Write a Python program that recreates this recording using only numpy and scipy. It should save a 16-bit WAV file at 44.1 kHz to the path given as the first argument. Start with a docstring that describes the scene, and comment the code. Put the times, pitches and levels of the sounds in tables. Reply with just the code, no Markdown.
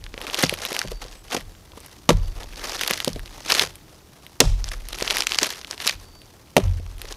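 """In a quiet forest a lever tears at a rotten log for a second; the hatchet's steel sings and far whistles pass.
A blow lands at 2.1 s and more slabs tear loose; one at 4.4 s leads into long tearing, one at 6.6 s into crumbs.
Noise bursts snap the fibres, damped log modes ring under each thud, and clumped grains of noise crumble.
Jolts send beating low tones through the ground into the microphone stand; trunks scatter the hits in still air."""
import sys
import numpy as np
from scipy import signal
from scipy.fft import rfft, irfft
from scipy.io import wavfile

SR = 44100
rng = np.random.default_rng(int(sys.argv[2]) if len(sys.argv) > 2 else 0)


def digitize_waveform(pressure):
    """Quantize a signal to 16-bit integers and store it at the path in sys.argv[1].

    Rows of a 2-D input are taken as channels; values are limited to [-1, 1].
    """
    field = np.atleast_2d(pressure).T
    bounded = np.clip(field, -1, 1)
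    quanta = np.round(bounded * 32767).astype(np.int16)
    wavfile.write(sys.argv[1], SR, quanta)


N = 315756

# hatchet blows: (time [s], knock level [dB], centre of the knock [Hz], low shove level [dB])
BLOWS = [(2.091, 5, 915, -17), (4.403, 0.5, 1120, 1.5), (6.566, 4, 880, 0.5)]
# jolts that start the stand swinging: (time [s], sway level [dB], wobble level [dB], tremor level [dB])
JOLTS = [(-.06, -31.5, -44, -41), (0.402, -43, -39, -64), (0.839, -30, -53, -34),
         (1.378, -38.5, -42.5, -42.5), (2.093, -17, -22.5, -30), (3.093, -32, -40, -33.5),
         (3.6, -45, -43, -39), (4.415, -14.5, -23, -24), (5.902, -40.5, -46.5, -46.5),
         (6.596, -18, -17, -38)]


def from_db(db):
    """Decibels to gain."""
    return 10 ** (np.asarray(db) / 20)


def power_sum(levels_db):
    """Level of unrelated sounds heard together, each floored at -150 dB."""
    return 10 * np.log10(sum(from_db(2 * np.maximum(db, -150)) for db in levels_db))


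def rms_one(x):
    """Scale to rms 1."""
    return x / np.sqrt(np.mean(x ** 2) + 1e-20)


def band(x, low_hz, high_hz):
    """Butterworth band-pass."""
    edges_hz = [low_hz, min(high_hz, .45 * SR)]
    return signal.sosfilt(signal.butter(2, edges_hz, "band", fs=SR, output="sos"), x + 1e-18)


def coloured(x, spectrum):
    """Noise shaped by a spectrum in dB; rms 1."""
    hz, db = np.transpose(spectrum)
    grid = np.maximum(np.arange(N // 2 + 1) * SR / N, 1)
    gain = from_db(np.interp(np.log(grid), np.log(hz), db))
    return rms_one(irfft(rfft(x) * gain, N))


def drift(pole_hz):
    """Random wander of rms 1: noise through two equal low-pass poles, drawn at every 40th sample."""
    r = np.exp(-80 * np.pi * pole_hz / SR)
    slow = signal.lfilter([1], [1, -2 * r, r * r], rng.standard_normal(N // 40 + 2002))
    slow = slow[2000:]   # skip the filter's start
    return np.interp(np.arange(N) / 40, np.arange(len(slow)), rms_one(slow))


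def ring(x, hz, t60):
    """A damped mode: a unit click sets a sine ringing that falls 60 dB in t60 seconds."""
    r, w = from_db(-60 / (t60 * SR)), 2 * np.pi * hz / SR
    return signal.lfilter([0, np.sin(w)], [1, -2 * r * np.cos(w), r * r], x + 1e-18)


def add(out, s, piece, peak_db):
    """Lay a short sound at time s with a given peak."""
    at = round(s * SR)
    piece = piece[:N - at]
    out[at:at + len(piece)] += from_db(peak_db) * piece / np.abs(piece).max()


def ramp_db(s, rise, hold, loss_db_per_s, swing_db):
    """Level around a moment: climbs by swing_db over the rise, holds at 0 dB, then falls steadily."""
    t = np.arange(N) / SR - s
    climb = swing_db * np.minimum(t / rise, 0)
    fall = -loss_db_per_s * np.maximum(t - hold, 0)
    return np.minimum(climb, fall)


def knocks():
    """Chunks knock and fall; each blow knocks, shoves the log and rebounds twice, weaker and lower."""
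    # knocking and falling chunks: (time [s], level [dB], centre of the knock [Hz])
    chunks = [(.141, -23.5, 454), (.177, -22.5, 500), (.215, -26.5, 506), (.385, -18, 500),
              (.437, -4.5, 258), (.525, -12, 345), (.717, -19, 453), (.849, -21, 154), (.917, -16.5, 430),
              (1.05, -28.5, 194), (1.347, -13, 382), (1.369, -14, 400), (1.734, -31, 700),
              (1.774, -24.5, 806), (2.908, -12.5, 595), (3.075, -4.5, 302), (3.161, -17.5, 343),
              (3.52, -20, 476.5), (3.622, -16, 440), (5.022, -9.5, 640), (5.422, -10.5, 590),
              (5.86, -23, 700), (6.548, -43, 400), (6.797, -26.5, 473), (7.045, -27.5, 430)]
    # rebounds: (delay after the blow [s], level relative to the blow [dB], share of its pitch [ratio])
    rebounds = [(.012, -5, 0.55), (0.023, -15, 0.15)]
    rows = list(chunks)
    for s, db, hz, shove_db in BLOWS:
        rows.append((s, db, hz))
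        rows.append((s + 0.00102, shove_db, 227))   # low shove
        rows += [(s + lag, db + loss_db, hz * share) for lag, loss_db, share in rebounds]
    return rows


def thuds():
    """Soft wood crushes for some milliseconds and rings the log's damped modes near the pitch of the knock."""
    # modes of the log: (frequency [Hz], level [dB], decay by 60 dB [s])
    log_modes = [(157, -8, 0.17), (184, -12, 0.13), (271, -4.5, 0.054), (376, 0.5, 0.045), (447, -8, 0.09),
                 (495, 3, 0.033), (578, 15, 0.015), (770, -21, .02), (1024, 9, 0.012), (1210, 17.5, 0.0077),
                 (1870, -17, 0.0134)]
    crush_s, mode_spread_db = 0.0063, 2.9
    out, t = np.zeros(N), np.arange(5000) / SR
    rows = knocks()
    noise = rng.standard_normal((len(rows), 5000))
    spread = rng.normal(0, mode_spread_db, (len(rows), len(log_modes)))
    force = np.minimum(t / 0.00028, 1) * np.exp(-(t / crush_s) ** 2)
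    for (s, level_db, centre_hz), grain, odd_db in zip(rows, noise, spread):
        push = (grain + 1.42 * np.exp(-t / 0.0004)) * force   # a firm first shove, then ragged crushing
        body = 0
        for (hz, db, t60), odd in zip(log_modes, odd_db):
            off_centre_db = -7.7 * np.log2(hz / centre_hz) ** 2
            body = body + from_db(db + odd + off_centre_db) * ring(push, hz, t60)
        body = rms_one(band(body, 173, 3400))
        crunch = signal.lfilter([1], [1, -.8], band(push, 600, 9000))   # the crushed fibres heard directly
        crunch_gain = from_db(-9.5) * centre_hz / 500   # brighter knocks crunch more
        add(out, s, body + crunch_gain * rms_one(crunch), level_db - 4.0)
    return out


def snaps():
    """A fibre breaks in a fraction of a millisecond; splinters trail for a few more."""
    # snapping fibres: (time [s], level [dB], centre [Hz], treble edge relative to the snap [dB])
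    fibres = [(0.0404, -21, 5100, -33), (0.0648, -22, 2470, -29), (0.141, -20, 2670, -19),
              (0.178, -17, 2430, -27), (0.2152, -15.5, 2330, -11), (0.2682, -16.5, 2450, -13),
              (0.2992, -16, 2440, -22), (0.3447, -3.5, 3670, -17), (0.389, -14, 2520, -5),
              (0.4157, -17, 2710, -8), (0.4254, -16, 2670, 5), (0.4387, -3, 3650, -23),
              (0.495, -4, 3340, -9.5), (0.5395, -13, 2490, -7), (0.619, -14, 5200, -26),
              (0.6513, -12.5, 2860, -2.5), (0.666, -16, 3000, -24), (0.7203, -20, 3060, -17),
              (0.7293, -16, 3750, -6), (0.7494, -13.5, 3920, -11), (0.7654, -8, 2490, -12),
              (0.791, -7.5, 4630, -24), (0.8155, -11.5, 2380, -11), (0.8746, -21, 4530, -19),
              (0.9172, -21.5, 3800, -8), (1.022, -31, 2450, -14), (1.0415, -24, 3530, -21),
              (1.083, -28, 3950, -28), (1.1283, -29, 3690, -21), (1.3204, -13.5, 2740, -30),
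              (1.3334, -19, 2240, -25), (1.366, -11.5, 3930, -26), (1.4094, -29, 2360, -4),
              (1.551, -35, 2240, -19), (1.719, -32.5, 2710, -16), (1.7739, -40, 2530, 2),
              (1.8038, -32.5, 5140, 1.5), (1.8625, -34, 3220, 6), (2.0916, -2, 2830, -13),
              (2.1044, -9, 2460, -25), (2.4327, -21, 4100, -15), (2.5343, -28, 2220, -22),
              (2.5588, -22.5, 4130, -25), (2.7324, -17.5, 3640, -25), (2.794, -13.5, 2880, -19),
              (2.811, -10, 2300, -4.5), (2.8352, -9, 3000, -8), (2.8772, -6, 3900, -8),
              (2.9096, -3, 2360, -6.5), (2.9357, -6, 4500, -23), (3.0028, -8.5, 2780, -13),
              (3.0463, -6.5, 4400, -9), (3.0793, -6, 4170, -11), (3.1318, -21.5, 4140, -17),
              (3.1594, -26, 2940, -9), (3.194, -25, 2520, -3), (3.259, -24, 3680, -10),
              (3.4934, -25, 2970, -14), (3.5044, -2, 3800, -18), (3.5213, 4, 3700, -27),
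              (3.541, -7, 5130, -24), (3.5498, -4, 2940, -19), (3.5826, -13, 4060, -15),
              (3.5952, 4, 3100, -13), (3.6231, -3.5, 4150, -12), (3.7555, -30.5, 2430, 2.5),
              (4.2655, -25.5, 2510, -7), (4.4033, 15, 4330, -13.5), (4.4139, -6.5, 2230, -22),
              (4.6423, -12.5, 4800, -31), (4.6691, -36, 3640, -17), (4.6886, -14.5, 5200, -21),
              (4.721, -26, 4700, -21), (4.7411, -31, 3630, -16), (4.8867, -20.5, 3750, 2),
              (4.9307, -13.5, 3100, -10), (4.945, -20, 2280, -15), (4.9868, -17.5, 3020, -5),
              (5.0097, -13, 3210, -11), (5.0254, -5.5, 3430, -16), (5.0555, -21, 5010, -18),
              (5.0776, -6.5, 3150, -20), (5.1023, -5.5, 3200, -26), (5.1076, -2.5, 2840, -13),
              (5.1695, -8, 2850, -5), (5.1839, -8, 4800, -6), (5.2061, -2.5, 4000, -20),
              (5.2216, -8, 3520, -26), (5.2696, 0, 4300, -20), (5.2937, -15, 3920, -19),
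              (5.3201, -3.5, 3300, -42), (5.346, -7, 3900, -28), (5.3869, 2, 3700, -24),
              (5.4195, -14, 3560, -18), (5.4313, 4, 5100, -27), (5.468, -18.5, 3300, 0.5),
              (5.5041, -10, 4590, -8), (5.5743, -37, 4570, -12), (5.614, -20.5, 3470, -23),
              (5.6466, -17, 3560, -16), (5.6716, -26, 5500, -11.5), (5.7109, -8.5, 5240, -17),
              (5.73, -20, 2520, -26), (5.7788, -21, 3560, -15), (5.8025, -15, 2830, -27),
              (5.8153, -29, 3400, -13), (5.8492, -15, 4050, -18), (5.8544, -24, 2920, -22),
              (5.8684, -6, 5450, -20), (5.8755, 0, 3460, -10), (5.8881, -7, 3130, -29),
              (5.8952, -3.5, 3140, -28), (5.9097, -15, 3470, -21), (6.19, -43, 4510, -16),
              (6.2174, -30, 3140, -12), (6.567, 1, 2430, -6), (6.5794, -23, 2440, -21),
              (6.8638, -33, 2620, -23), (6.9822, -32.5, 2620, -3), (7.017, -17.5, 2740, -5),
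              (7.0538, -25.5, 2600, -9), (7.0872, -25, 3900, -20), (7.1247, -14.5, 4770, -17)]
    out, t = np.zeros(N), np.arange(1000) / SR
    noise = rng.standard_normal((len(fibres), 3, 1000))
    splinters = 0.11 * np.exp(-t / 0.0027)
    burst = np.minimum(t / 0.000039, 1) * (np.exp(-t / 0.00019) + splinters)
    for (s, level_db, hz, edge_db), (mid, low, high) in zip(fibres, noise):
        add(out, s, band(mid * burst, hz / 1.655, hz * 1.414), level_db + 0.077)
        add(out, s, band(low * burst, 510, 1880), level_db - 15.5)
        add(out, s, band(high * burst, 8300, 12400), level_db + edge_db + 0.66)
    return out


def crumble_levels():
    """Grit and crumbs follow the tears and the debris of blows; dust follows the grit."""
    # pulls on the lever that tear the wood: (time of full strength [s], build-up [s], hold [s],
    # dying [s], grit level [dB], coarse crumbs relative to grit [dB])
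    tears = [(0.215, 0.1, 0.093, 0.12, -42.5, 4), (0.367, 0.26, 0.032, .05, -33, -8),
             (0.433, 0.11, 0.0046, 0.066, -19, -8), (0.536, .1, 0.0079, 0.059, -36.5, -12),
             (0.743, 0.8, 0.037, 0.31, -34.5, -4.5), (1.02, 0.035, 0.012, 0.42, -44, -2),
             (1.334, 0.067, 0.036, .07, -28.5, -4.5), (1.782, 0.076, 0.13, 0.36, -54, -7),
             (2.424, 0.25, 0.012, 0.093, -45, 1), (2.635, 0.21, 0.12, 0.075, -33.5, -4.5),
             (2.874, 0.42, 0.059, 0.21, -29.5, -9.5), (3.06, 0.17, 0.031, 0.055, -37, -8.5),
             (3.396, 0.6, .02, 0.22, -45, -3.5), (3.512, 0.14, 0.11, 0.11, -25.5, -8.5),
             (4.68, 0.14, 0.067, 0.034, -39, -11), (5.048, 0.32, 0.18, 0.07, -30, -7),
             (5.312, 0.09, 0.021, 0.25, -30, -11.5), (5.423, .15, 0.01, 0.27, -27, -8.5),
             (5.706, 0.084, 0.012, 0.38, -44, -5.5), (5.87, 0.11, 0.025, 0.065, -24, -15.5),
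             (7.09, 0.33, 0.04, 0.11, -44, -3.5)]
    # debris after every blow, a burst and a settling: (grit level [dB], crumb level [dB], loss [dB/s])
    debris = [(-28, -20, 550), (-41, -42, 70)]
    # what keeps falling: (grit level [dB], crumb level [dB], dust level [dB])
    trickle_db = (-57.5, -56, -65)
    swing_db = 31   # level crossed in a tear's build-up and dying
    grit_parts, crumb_parts = [trickle_db[0]], [trickle_db[1]]
    for s, rise, hold, dying, db, coarse_db in tears:
        ramp = ramp_db(s, rise, hold, swing_db / dying, swing_db)
        grit_parts.append(ramp + db)
        crumb_parts.append(ramp + db + coarse_db)
    for s, *_ in BLOWS:
        for db, crumb_db, loss in debris:
            ramp = ramp_db(s + 0.0025, 0.0047, 0, loss, 40)
            grit_parts.append(ramp + db)
            crumb_parts.append(ramp + crumb_db)
    grit_db = power_sum(grit_parts)
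    raised_dust_db = -44.5 + 0.97 * (grit_db + 34)   # dust takes nearly all of the grit's swing
    return grit_db, power_sum(crumb_parts), power_sum([trickle_db[2], raised_dust_db])


def grains(per_s, spread_db, length, clumps):
    """Envelope of tiny random bursts of very uneven size, denser inside the clumps; rms 1."""
    born = rng.random(N) < per_s * clumps / SR
    sizes = born * from_db(spread_db * np.minimum(rng.exponential(1, N), 3.5))
    return rms_one(signal.lfilter([1], [1, -np.exp(-1 / (length * SR))], sizes))


def crumble():
    """Grains of many sizes come in shared clumps, each pitch with its own grains, over a fine hiss."""
    # pitches of the grit: (frequency [Hz], level [dB])
    grit_pitches = [(1300, -10), (2000, -6), (3000, -5.5), (4300, -4.5), (6000, -3.5)]
    grit_db, crumb_db, dust_db = crumble_levels()
    clumps = from_db(3 * drift(40))
    broad = grains(250, spread_db=3.0, length=0.0018, clumps=clumps)   # breaks that sound at every pitch
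    grit = 0
    for hz, db in grit_pitches:
        own = grains(260, spread_db=6, length=.0005, clumps=clumps)
        shower = broad + .7 * own + .3 * clumps
        grit = grit + from_db(db) * rms_one(band(rng.standard_normal(N) * shower, hz / 1.31, hz * 1.103))
    calm = np.clip((-44 - grit_db) / 8, 0, 1)   # a faint trickle is smoother, with weaker large pieces
    slow_breaks = signal.lfilter([.01], [1, -.99], broad)   # larger pieces part more slowly
    lumps = (1 - 0.31 * calm) * slow_breaks + .5 * clumps ** (1 - calm)
    crumbs = band(rng.standard_normal(N) * lumps, 267, 1060)
    dust = band(rng.standard_normal(N) * (broad + 0.65 * clumps), 7300, 12500)
    layers = ((grit_db, grit), (crumb_db, crumbs), (dust_db, dust))
    return sum(from_db(db) * rms_one(layer) for db, layer in layers)


def shudder_levels():
    """After a jolt each motion swells, drops quickly and lingers faintly."""
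    # sway, wobble and tremor in turn: (swell [s], loss [dB/s], lingering part relative to the jolt [dB],
    # its loss [dB/s], rest level [dB])
    motions = [(0.055, 97, -8.5, 34, -68), (0.06, 111, -19.5, 35, -72), (0.0075, 183, -25.5, 17, -69)]
    levels = []
    for k, (swell, loss, linger_db, slow_loss, rest_db) in enumerate(motions):
        parts = [rest_db]
        for jolt in JOLTS:
            for db, rate in ((0, loss), (linger_db, slow_loss)):
                parts.append(jolt[k + 1] + db + ramp_db(jolt[0] + swell, swell + 0.0081, 0, rate, 33))
        levels.append(power_sum(parts))
    return levels


def stand():
    """Close pairs of low modes beat after every jolt; through the ground the higher pitches arrive first."""
    # pairs of modes of the stand: (frequency [Hz], level [dB])
    sway, wobble, tremor = [(30, -0.61), (42.5, -0.36)], [(84, -7), (97, -24.5)], [(112, 0.46), (138, 1.9)]
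    t = np.arange(N) / SR
    starts = np.array(JOLTS)[:, 0]
    latest = np.maximum(np.searchsorted(starts, t, side="right") - 1, 0)
    since = t - starts[latest]
    out = 0
    for modes, level_db, glide in zip((sway, wobble, tremor), shudder_levels(), (.05, .35, .6)):
        warped = since + glide * 0.0611 * (1 - np.exp(-since / 0.054))   # pitch starts high and settles
        lower, upper = (from_db(db) * np.sin(2 * np.pi * hz * warped) for hz, db in modes)
        swing = lower - upper   # opposed at first, so the swing swells out of rest
        unrest = rms_one(band(rng.standard_normal(N), modes[0][0] * 0.61, modes[0][0] * 1.27))
        out = out + from_db(level_db) * rms_one(rms_one(swing) + .5 * unrest)
    return band(out, 22.3, 188)


def steel():
    """The hatchet head sings on one mode of steady pitch and gently wavering level."""
    # singing moments: (time of full strength [s], level [dB], swell [s], hold [s])
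    songs = [(.83, -54, .03, .14), (2.19, -58, .1, .1), (6.05, -58, .1, .15)]
    steel_hz, loss_db_per_s = 4590, 150
    level_db = power_sum([db + ramp_db(s, swell, hold, loss_db_per_s, 35) for s, db, swell, hold in songs])
    tone = np.sin(2 * np.pi * steel_hz * np.arange(N) / SR)
    return from_db(level_db + 3.2 * drift(6.9)) * tone


def whistles():
    """Far whistles: thin sagging tones, breathy because chance moves their pitch and strength."""
    # far whistles: (centre of the swell [s], pitch [Hz], level [dB], sag [Hz/s])
    calls = [(1.17, 7980, -58, 2500), (1.56, 7330, -64, 200)]
    t, out = np.arange(N) / SR, np.zeros(N)
    for s, hz, db, sag in calls:
        pitch = hz - sag * np.clip(t - s, -.2, .2) + 60 * drift(36)
        breath = np.exp(-((t - s) / .09) ** 2) * drift(250)
        out += from_db(db) * breath * np.sin(2 * np.pi * np.cumsum(pitch) / SR)
    return out


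def trunks(x):
    """Scatter from trunks and ground: a dull dying wash that builds after the direct sound."""
    t60_s, level_db, cut_hz = .4, -28, 11000
    t = np.arange(SR // 2) / SR
    wash = rng.standard_normal(len(t)) * from_db(-60 * t / t60_s) * np.minimum(t / 0.0078, 1)
    wash = band(wash, 150, cut_hz)
    wash = wash / np.sqrt(np.sum(wash ** 2))
    return from_db(level_db) * signal.fftconvolve(x, wash)[:N]


def still_air():
    """The quiet forest: steady coloured noise whose level drifts by about a decibel."""
    # colour of the still air: (frequency [Hz], relative level [dB])
    air_colour = [(35, -29), (60, 14), (262, 2.5), (315, 5), (593, -7), (2090, -14.5), (5860, -12),
                  (8320, -19), (12700, -19), (16000, -19.5)]
    return from_db(-51 + 1.0 * drift(0.37)) * coloured(rng.standard_normal(N), air_colour)


def scene():
    """Work at the log, its scatter, the stand, thin tones and the still air."""
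    hits = thuds() + snaps()
    work = hits + crumble() + stand() + steel()
    return (work + trunks(hits) + whistles() + still_air())[None]


def record(dry):
    """The loudest peaks overload softly below full scale, then the top is cut."""
    cutoff_hz = 16500
    clipped = dry / (1 + np.abs(dry) ** 6) ** (1 / 6)
    return signal.sosfilt(signal.cheby2(16, 85, cutoff_hz, fs=SR, output="sos"), clipped)


dry = scene()
out = record(dry)
digitize_waveform(out)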